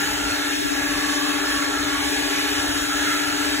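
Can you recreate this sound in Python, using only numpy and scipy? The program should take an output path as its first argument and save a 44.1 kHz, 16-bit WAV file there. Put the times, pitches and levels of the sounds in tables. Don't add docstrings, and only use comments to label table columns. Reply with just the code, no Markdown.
import sys
import numpy as np
from scipy import signal
from scipy.fft import rfft, irfft, next_fast_len
from scipy.io import wavfile
from scipy.ndimage import uniform_filter1d, map_coordinates

SR = 44100
rng = np.random.default_rng(int(sys.argv[2]) if len(sys.argv) > 2 else 0)


def magnitude_from_level(level_db):
    exponent = np.asarray(level_db, float) / 20
    return 10 ** exponent


def to_wav(sig):
    pcm = np.clip(np.atleast_2d(sig), -1, 1) * 32767
    pcm = np.round(pcm).astype(np.int16)
    wavfile.write(sys.argv[1], SR, pcm.T)


N = 158760

SHAFT_HZ = (280.07, 295.69)
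# [multiple of shaft rate, left level/dB, right level/dB]
MOTOR_ONE_ORDERS = [(1, -31, -40.5), (2, -58, -56.5), (5, -54, -60), (6, -40, -42), (11, -53, -61),
                    (19, -52, -52)]
# [multiple of shaft rate, left level/dB, right level/dB]
MOTOR_TWO_ORDERS = [(0.9937, -26.5, -40), (2, -50, -50.5), (6, -44.5, -45), (12, -53, -54), (22, -60, -60),
                    (24, -52.5, -52.5), (36, -66, -65)]
# [t/s, nearness to motors/dB, hose facing camera/dB, mouth opening/dB, airflow/dB]
POSE = [(0, -4, -8, 2.5, 1), (.4, -1.5, -9, 1, -1), (.7, 0, -9, 0, -0.5), (.85, 0.5, -0.5, -0.5, 0),
        (1.25, 1.5, 3, -4.5, 0), (1.45, 0.5, 2, 2.5, -2), (1.75, 0, 2.5, 1, -1), (2.03, 0, 1, -4, 0),
        (2.15, 0, -6, -7, 0.5), (2.5, 0, -4, 0.5, .5), (2.8, -1, -11, 3, 0.5), (3.05, -.5, -28, 4.5, .5),
        (3.35, 0, -9, 4, 0), (3.6, 1.5, -11, -4, -1)]
# [f/Hz, level/dB]
HISS_SPECTRUM = [(900, -31), (2000, 0), (4000, -3.5), (6000, -6.5), (8500, -8), (10500, -13), (13000, -17),
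                 (15700, -19.5)]
# [f/Hz, correlation/1]
HISS_LIKENESS = [(1500, 0.22), (3000, .65), (4400, .78), (5000, .86), (6000, 0.92), (14000, .92)]
# [f/Hz, phase/rad]
LEFT_LEAD = [(0, 0), (1500, .5), (2300, 1.5), (3600, 1.64), (4200, 2.12), (4800, 3.14), (6000, 5),
             (6900, 6.5), (15200, 19)]
# [f/Hz, width/Hz, left level/dB, right level/dB, likeness/1]
HOUSING_MODES = [(328, 107, -43, -49, .5), (405, 65, -37.5, -41.5, 0.81), (637, 180, -42.5, -38.5, -0.44),
                 (833.6, 167, -36, -41, 0.31), (975, 220, -45.5, -43.5, -0.43),
                 (1535, 210, -37, -36.5, -0.53), (1700, 220, -33.5, -33.5, .75),
                 (3794, 620, -40.5, -40.5, -0.39)]
# [f/Hz, level/dB]
TRAFFIC_SPECTRUM = [(18, -42), (33, -13), (43, 1), (58, 2), (105, -3), (150, -5.5), (250, -5.5), (520, -9)]
# [t/s, level/dB]
GRIP_SHIFTS = [
    (.56, -31),
    (.6, -36),
    (.645, -33),
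    (.7, -33),
    (.74, -42),
]
# [f/Hz, level/dB]
RUB_SPECTRUM = [(35, -20), (60, -5), (105, -2), (150, -17), (230, -5), (285, 6), (420, -3), (650, -33)]
BAND_BINS = (196, 216, 240, 264, 292, *range(320, 768, 32))


def unit(x):
    return x / np.sqrt(np.mean(x ** 2) + 1e-20)


def along(points, hz):
    f, v = np.transpose(points)
    return np.interp(np.log(hz + 1), np.log(f + 1), v)


def pose():
    s, *columns = np.transpose(POSE)
    return [np.interp(np.arange(N) / SR, s, column) for column in columns]


def wobble(rate):
    return map_coordinates(rng.standard_normal(200), [np.arange(N) * rate / SR])


def filtered(x, response):
    m = next_fast_len(N + 8192)
    return irfft(rfft(x, m) * response(np.fft.rfftfreq(m, 1 / SR)), m)[..., :N]


def lead(hz):
    return np.exp(.5j * np.interp(hz, *np.transpose(LEFT_LEAD)) * np.array([[1], [-1]]))


def random_field(shape, frequency_size, time_size):
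    field = uniform_filter1d(rng.standard_normal(shape), frequency_size, axis=0)
    return unit(uniform_filter1d(field, time_size, axis=1))


def rush(gain, alike, patchy_db):
    pair = rng.standard_normal((2, N))
    if patchy_db:
        z = signal.stft(pair, nperseg=1024)[2]
        patches = patchy_db * random_field(z.shape[1:], 10, 5)
        streaks = 2.3 * random_field(z.shape[1:], 2, 24)
        pair = signal.istft(z * magnitude_from_level(patches + streaks), nperseg=1024)[1][:, :N]

    def mid_side_gain(hz):
        turn = np.arccos(np.clip(alike(hz), -1, 1)) / 2
        return gain(hz) * [np.cos(turn), np.sin(turn)]

    mid, side = filtered(pair, mid_side_gain)
    return unit(np.array([mid + side, mid - side]))


def ringing(hz, width, alike, patchy_db):
    return rush(lambda f: 1 / (1 + ((f * f - hz * hz) / (f * width + 1)) ** 2), lambda f: alike + 0 * f, patchy_db)


def motors():
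    near_db = pose()[0]
    beat_peak_s = .0204
    t = np.arange(N) / SR - beat_peak_s
    out = np.zeros((2, N))
    for hz, orders in zip(SHAFT_HZ, (MOTOR_ONE_ORDERS, MOTOR_TWO_ORDERS)):
        slip_rad = .14 * wobble(4)
        angle = 2 * np.pi * hz * t + slip_rad
        for k, left_db, right_db in orders:
            depth_db = 3.3 if k > 1 else .6
            flutter_db = depth_db * wobble(12) + 0.96 * np.array([wobble(4), wobble(5)])
            level = magnitude_from_level(np.array([[left_db], [right_db]]) + near_db + flutter_db)
            out += level * np.sqrt(2) * np.sin(round(k) * angle)
    return filtered(out, lead)


def duct_tone():
    hose_db = pose()[1]
    t = np.arange(N) / SR - .0204
    tone = np.sin(2 * np.pi * 4 * SHAFT_HZ[0] * t + .5 * wobble(5))
    return magnitude_from_level(-42 + hose_db + 2.5 * wobble(8.3)) * np.sqrt(2) * tone


def airflow_hiss():
    flow_db = pose()[3]
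    hiss = rush(lambda f: magnitude_from_level(along(HISS_SPECTRUM, f)), lambda f: along(HISS_LIKENESS, f), patchy_db=1.1)
    return magnitude_from_level(-26 + flow_db + 0.62 * wobble(9) + 0.17 * wobble(40)) * filtered(hiss, lead)


def housing_resonances():
    near_db = pose()[0]
    out = np.zeros((2, N))
    for hz, width, left_db, right_db, alike in HOUSING_MODES:
        level_db = np.array([[left_db], [right_db]]) + .3 * near_db + 1.6 * wobble(8)
        out += magnitude_from_level(level_db) * ringing(hz, width, alike, 0)
    return out


def hose_and_mouth_resonances():
    _, hose_db, mouth_db, _ = pose()
    hose = magnitude_from_level(-39.5 + 0.88 * hose_db) * ringing(1145, 147, alike=0.56, patchy_db=2.5)
    mouth = magnitude_from_level(-34.5 + mouth_db) * ringing(1365, 230, alike=0.53, patchy_db=1.5)
    return hose + mouth


def traffic():
    likeness = [(45, 1.0), (100, 0.93), (250, 0.51)]  # (f/Hz, correlation/1)
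    rumble = rush(lambda f: magnitude_from_level(along(TRAFFIC_SPECTRUM, f)) / (1 + (f / 700) ** 4),
                  lambda f: along(likeness, f), patchy_db=1.5)
    return magnitude_from_level(-41.5 + wobble(4.85)) * rumble


def grip_rub():
    rise_s, t60_s = .008, 0.16
    shifts = np.array(GRIP_SHIFTS)
    since = np.clip(np.arange(N) / SR - shifts[:, :1], 0, None)
    decay = magnitude_from_level(shifts[:, 1:] - 60 * since / t60_s)
    grip = np.sum(decay * (1 - np.exp(-since / rise_s)), axis=0)
    rub = rush(lambda f: magnitude_from_level(along(RUB_SPECTRUM, f)), lambda f: 0 * f - .97, patchy_db=-4)
    return 1.8 * grip * rub


def scene():
    machine = motors() + duct_tone() + airflow_hiss() + housing_resonances() + hose_and_mouth_resonances()
    return machine + traffic() + grip_rub()


def steered(mid, side):
    start_s, length_s, ramp_s = .52, .24, .035
    low_hz, high_hz = 420, 1150
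    t = np.arange(N) / SR - start_s
    steer = np.clip(np.minimum(t, length_s - t) / ramp_s, 0, 1) * magnitude_from_level(2.5 * wobble(30.7))
    low = filtered(np.array([mid, side]),
                   lambda hz: 1 / (1 + (low_hz / (hz + 1)) ** 8) / (1 + (hz / high_hz) ** 8))
    return mid - .62 * steer * low[0], side + 0.7 * steer * low[1]


def joint_stereo(mid, side):
    weak_db, offset = -6.5, 487
    frame = dict(window="cosine", nperseg=2048, noverlap=1024)
    z = signal.stft(np.pad([mid, side], ((0, 0), (offset, 0))), **frame)[2]
    for lo, hi in zip(BAND_BINS, BAND_BINS[1:]):
        power = np.sum(abs(z[:, lo:hi]) ** 2, axis=1)
        strong = power > power[::-1] * magnitude_from_level(2 * weak_db)
        z[:, lo:hi] *= strong[:, None]
    mid, side = signal.istft(z, **frame)[1][:, offset:offset + N]
    return np.array([mid + side, mid - side])


def band_limit(x):
    return signal.sosfilt(signal.butter(12, 15850, fs=SR, output="sos"), x)


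def record(dry):
    centre_and_width = np.array([dry[0] + dry[1], dry[0] - dry[1]]) / 2
    mid, side = filtered(centre_and_width, lambda hz: hz < 15765)
    mix = joint_stereo(*steered(mid, side))
    return band_limit(mix)


dry = scene()
out = record(dry)
to_wav(out)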